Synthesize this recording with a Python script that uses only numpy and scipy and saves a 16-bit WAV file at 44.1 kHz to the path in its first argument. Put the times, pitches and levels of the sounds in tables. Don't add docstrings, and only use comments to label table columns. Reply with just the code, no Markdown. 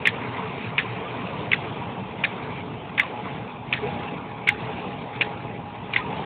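import sys
import numpy as np
from scipy import signal
from scipy.io import wavfile
from scipy.ndimage import uniform_filter1d

SR = 44100
rng = np.random.default_rng(int(sys.argv[2]) if len(sys.argv) > 2 else 0)


def undo_db(level):
    steps = np.asarray(level, float) / 20
    return 10 ** steps


def wav_record(signal):
    frames = np.transpose(np.atleast_2d(signal))
    bounded = np.clip(frames, -1, 1)
    quanta = np.round(bounded * 32767).astype(np.int16)
    wavfile.write(sys.argv[1], SR, quanta)


N = 275625

# t/s, level/dB
ROAD = [(0, -39.5), (.65, -39), (1.08, -40.5), (1.4, -37), (2.3, -40), (2.6, -37.5), (3.15, -42.5),
        (3.31, -35), (3.55, -42.5), (3.9, -35.5), (4.37, -40.5), (4.74, -37), (5.25, -42.5), (5.52, -36),
        (5.85, -42), (6.12, -35), (6.25, -40)]
# f/Hz, density/dB
RUMBLE = [(12, -74), (20, -46), (46, -26), (86, -11.5), (117, -1), (184, -2), (216, -7), (242, -4.5),
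          (285, -8.5), (400, -17.5), (520, -39), (880, -120)]
# f/Hz, density/dB
ROAR = [(150, -30.5), (250, -5), (355, -6.5), (434, 0), (523, -5.5), (583, -5.5), (820, -3), (966, -2.5),
        (1110, -7), (1600, -24.5), (2080, -46.5), (3520, -120)]
# f/Hz, width/Hz, level/dB
CABIN = [(120, 27, -46), (185.4, 32, -47.5), (240.5, 20, -49.5), (435.6, 34, -48), (693, 27, -53),
         (953.5, 41, -53)]
# t/s, f/Hz, level/dB
MOTOR = [(0, 835, -51), (1, 830, -51), (1.9, 825, -49), (2.8, 830, -50), (3.2, 840, -43), (3.6, 832, -46),
         (3.9, 826, -42), (4.25, 824, -45.5), (4.6, 826, -44), (5.1, 824, -44), (5.6, 823, -44),
         (6.25, 818, -47)]
# t/s, peak level/dB, f/Hz
BUMPS = [(.13, -31, 465), (.395, -29.5, 940), (.453, -30, 440), (.679, -25.5, 115.7), (.853, -29, 1034),
         (.906, -29.5, 116), (1.068, -31, 1193), (1.248, -28.5, 187), (1.405, -31, 190), (1.683, -33, 426),
         (1.823, -28.5, 948), (2.003, -30, 188.2), (3.032, -29.5, 1140), (3.05, -30, 1020),
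         (3.199, -29, 836), (3.843, -22.5, 420), (3.87, -28, 480), (3.942, -28.5, 172.3),
         (4.528, -26.5, 827), (4.702, -30, 442), (4.876, -32.5, 479.7), (5.995, -27, 1014),
         (6.02, -30, 1240), (6.055, -29, 948), (6.188, -32, 755)]
# start t/s, level at its height/dB, sag by the end of the sweep/dB
SWEEPS = [
    (-.68, -40, -3),
    (0.1, -38.5, -2),
    (0.8, -39, -1),
    (1.47, -39.5, -3.5),
    (2.24, -40.5, -6.5),
    (3, -41, -7),
    (3.73, -39, -7.5),
    (4.5, -39.5, -5.5),
    (5, -40.5, -8),
    (6, -40, -4),
]
# f/Hz, density/dB
HISS = [(650, -21), (1100, -8), (1200, -2), (1290, -7.5), (1840, -6.5), (2250, -3), (2630, -4),
        (2920, -8.5), (3480, -11), (3720, -14), (4110, -23), (5340, -54), (9040, -120)]
# t/s, level/dB, t60/s
FLIPS = [(.053, -23.5, 0.19), (0.072, -24.5, 0.14), (0.78, -20, 0.14), (1.515, -22.5, 0.067),
         (1.53, -18, 0.11), (2.24, -19.5, 0.091), (2.977, -28, 0.3), (2.994, -27, 0.13), (3.711, -38, .1),
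         (3.728, -20.5, 0.15), (4.472, -22.5, 0.16), (4.485, -21.5, 0.13), (5.213, -23, 0.15),
         (5.936, -26.5, 0.14), (5.962, -23.5, 0.17)]
# f/Hz, density/dB
RATTLE = [(410, -46.5), (700, -24.5), (1190, -18), (1850, -1.5), (2080, -7), (2560, -7.5), (3010, -12.5),
          (3600, -11), (4110, -20), (5340, -61.5), (9040, -120)]
# t/s, peak level/dB, f/Hz, length/ms
SNAPS = [(.0562, -5.2, 2450, 1.12), (.0731, -2.9, 2030, 1.05), (.0744, -2.5, 2060, 1),
         (.0805, -10.5, 2090, 1.2), (.7834, -4.6, 2500, .95), (.7886, -9.4, 2300, 1.8),
         (.7903, -9.4, 2180, .61), (1.519, -6.2, 2520, 1.06), (1.5338, -3.9, 2190, 1.23),
         (1.5355, -4.6, 2100, 1.24), (2.2401, -6.7, 2370, .86), (2.2478, -7.4, 2360, 1.29),
         (2.9814, -11, 2210, 1.32), (2.9987, -2.6, 2000, 1.5), (3.0001, -6.5, 1980, 1.15),
         (3.0034, -9.8, 2030, 1.14), (3.006, -11.9, 2060, 1.5), (3.7285, -6.5, 2520, 1.13),
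         (3.7374, -7.5, 2440, .4), (4.4749, -11.7, 2220, 1.33), (4.4767, -10.3, 2290, 1.04),
         (4.4898, -3.2, 2180, 1.1), (4.4912, -2.65, 2100, 1.15), (4.4933, -6.5, 2170, .93),
         (5.2122, -4.8, 2430, 1.07), (5.2175, -9.9, 2550, .76), (5.22, -8.2, 2500, 1.57),
         (5.9381, -12.6, 2420, 1.16), (5.9634, -5.2, 2080, 1.5), (5.9651, -7, 2050, 1)]

LEAD_HZ = 2700


def evened(x):
    return x / np.sqrt(np.mean(x ** 2) + 1e-20)


def curve(table, column):
    rows = np.array(table)
    return np.interp(np.arange(N) / SR, rows[:, 0], rows[:, column])


def noise(spectrum, patchy_db, flicker_db):
    frames, hz = N // 256 + 5, np.fft.rfftfreq(1024, 1 / SR)
    real, imag, patches = rng.standard_normal((frames, 513, 3)).T
    patches = uniform_filter1d(patches, size=8, axis=0)
    patches = evened(uniform_filter1d(patches, size=8, axis=1))
    f, db = np.transpose(spectrum)
    colour_db = np.interp(np.log(hz + 1), np.log(f + 1), db, left=-90, right=-90)
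    spectra = (real + 1j * imag) * undo_db(colour_db[:, None] + patchy_db * patches)
    x = signal.istft(spectra, nperseg=1024, noverlap=768)[1][:N]
    steps = np.repeat(rng.standard_normal(N // 220 + 1), 220)[:N]
    flicker = evened(uniform_filter1d(steps, size=110))
    return evened(x * undo_db(flicker_db * flicker))


def resonate(x, hz, width):
    turn = np.exp(2j * np.pi * np.cumsum(hz * np.ones(len(x))) / SR)
    r = np.exp(-np.pi * width / SR)
    return 2 * (turn * signal.lfilter([1 - r], [1, -r], x / turn)).real


def hum_band(hz, width):
    return evened(resonate(resonate(rng.standard_normal(N), hz, width), hz, width))


def bursts(table, size):
    out, t = np.zeros(N + size), (np.arange(size) - size // 2) / SR
    side, last = 1, 0
    for s, db, hz, ms in table:
        side *= np.sign(np.cos(2 * np.pi * hz * (s - last)))
        last = s
        at = round(s * SR) - size // 2
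        bell = .5 ** ((2000 * t / ms) ** 2)
        out[at:at + size] += side * undo_db(db) * np.cos(2 * np.pi * hz * t) * bell
    return out[:N]


def drag_db():
    rise_s, hold_s, sweep_s = .13, .26, .63
    points = []
    for s, db, sag_db in SWEEPS:
        points += [(s + rise_s, db), (s + hold_s, db), (s + sweep_s, db + sag_db)]
    return curve(points, column=1)


def road():
    drag = drag_db()
    load_db = drag - drag.mean()
    rumble_db = curve(ROAD, column=1) + .05 * load_db
    roar_db = -35.5 + .7 * load_db
    modes = sum(undo_db(db) * hum_band(hz, width) for hz, width, db in CABIN)
    rumble = undo_db(rumble_db + 1.0) * noise(RUMBLE, patchy_db=1.1, flicker_db=1.0)
    roar = undo_db(roar_db - 1.15) * noise(ROAR, patchy_db=2.36, flicker_db=.9)
    return rumble + roar + modes * undo_db(roar_db - roar_db.mean())


def motor():
    hz = curve(MOTOR, column=1)
    waver = evened(uniform_filter1d(rng.standard_normal(N), size=3000))
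    line = np.sqrt(2) * np.sin(2 * np.pi * np.cumsum(hz + 4.5 * waver) / SR)
    fuzz = hum_band(hz, width=24)
    return undo_db(curve(MOTOR, column=2) + .3) * (.75 * line + .65 * fuzz)


def panels():
    booms = [(s, db, hz, 46.5 - 8.5 * np.log2(hz / 120)) for s, db, hz in BUMPS]  # ms, shorter per octave
    return undo_db(-1.5) * bursts(booms, size=6000)


def blades():
    return undo_db(drag_db() + 0.36) * noise(HISS, patchy_db=2.7, flicker_db=1.3)


def rattle(lips):
    t, power = np.arange(N) / SR, 0
    for s, db, t60 in FLIPS:
        age = np.maximum(t - s, 0)
        onset = np.minimum(age / 0.0011, 1)
        power = power + (undo_db(db - 60 * age / t60) * onset) ** 2
    hard = [(s, db, 0, 1.5 * ms) for s, db, hz, ms in lips if db > -14]
    dips = bursts(hard, size=400)
    return np.sqrt(power) * np.exp(-5 * dips) * noise(RATTLE, patchy_db=2.1, flicker_db=2.5)


def bounces(count):
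    quiet_s, pair_s = .01, .0028
    length_ms = .9
    times = [-1] + [row[0] for row in SNAPS] + [99]
    chance, rows = rng.uniform(-1, 1, (len(SNAPS), count, 4)), []
    for before, (s, db, hz, ms), after, draws in zip(times, SNAPS, times[2:], chance):
        if s - before > quiet_s:
            lead_db = db - 9 if hz < 2200 else -18.5
            rows.append((s - .0021, lead_db, LEAD_HZ, length_ms))
        rest_s = pair_s if after - s > quiet_s else pair_s / 2
        for k, (late, force, pitch, length) in enumerate(draws):
            at = s + .0018 * (k + 1 + .2 * late)
            if at < after - rest_s:
                level_db = -12.5 + .35 * db - 1.5 * k + 2 * force - 3.5 * (k == 0)
                bounce_hz = (2423 - 59.5 * k) * (1 + .09 * pitch)
                rows.append((at, level_db, bounce_hz, length_ms * (1 + .35 * length)))
    return rows


def snaps(lips):
    arms = [(s, db - 19.5, 3423, 2.4) for s, db, hz, ms in SNAPS]
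    cowl = [(s, -26.5, 1130, 2.2) for s, db, hz, ms in lips if hz == LEAD_HZ]
    return bursts(lips, size=400) + bursts(arms, size=1000) + bursts(cowl, size=1000)


def scene():
    place = np.arange(N)
    fade = np.minimum(np.minimum(place, place[::-1]) / (.004 * SR), 1)
    lips = sorted(SNAPS + bounces(count=5))
    mix = road() + motor() + panels() + blades() + rattle(lips) + snaps(lips)
    return (fade * mix)[None]


def roll_off(x):
    return signal.sosfilt(signal.butter(12, 16000, fs=SR, output="sos"), x)


def record(dry):
    rate_hz, edge_hz, ceiling = 8000, 4064, .705
    band = signal.firwin(1001, rate_hz / 2, window=("kaiser", 9), fs=SR)
    narrow = signal.oaconvolve(dry, band[None], "same")
    mirrored = narrow * (1 + 2 * np.cos(2 * np.pi * rate_hz * np.arange(N) / SR))
    smoother = signal.firwin(221, edge_hz, window=("kaiser", 10), fs=SR)
    smooth = signal.oaconvolve(mirrored, smoother[None], "same")
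    smooth = signal.sosfilt(signal.butter(2, 45, "high", fs=SR, output="sos"), smooth)
    return roll_off(np.clip(smooth, -ceiling, ceiling))


dry = scene()
out = record(dry)
wav_record(out)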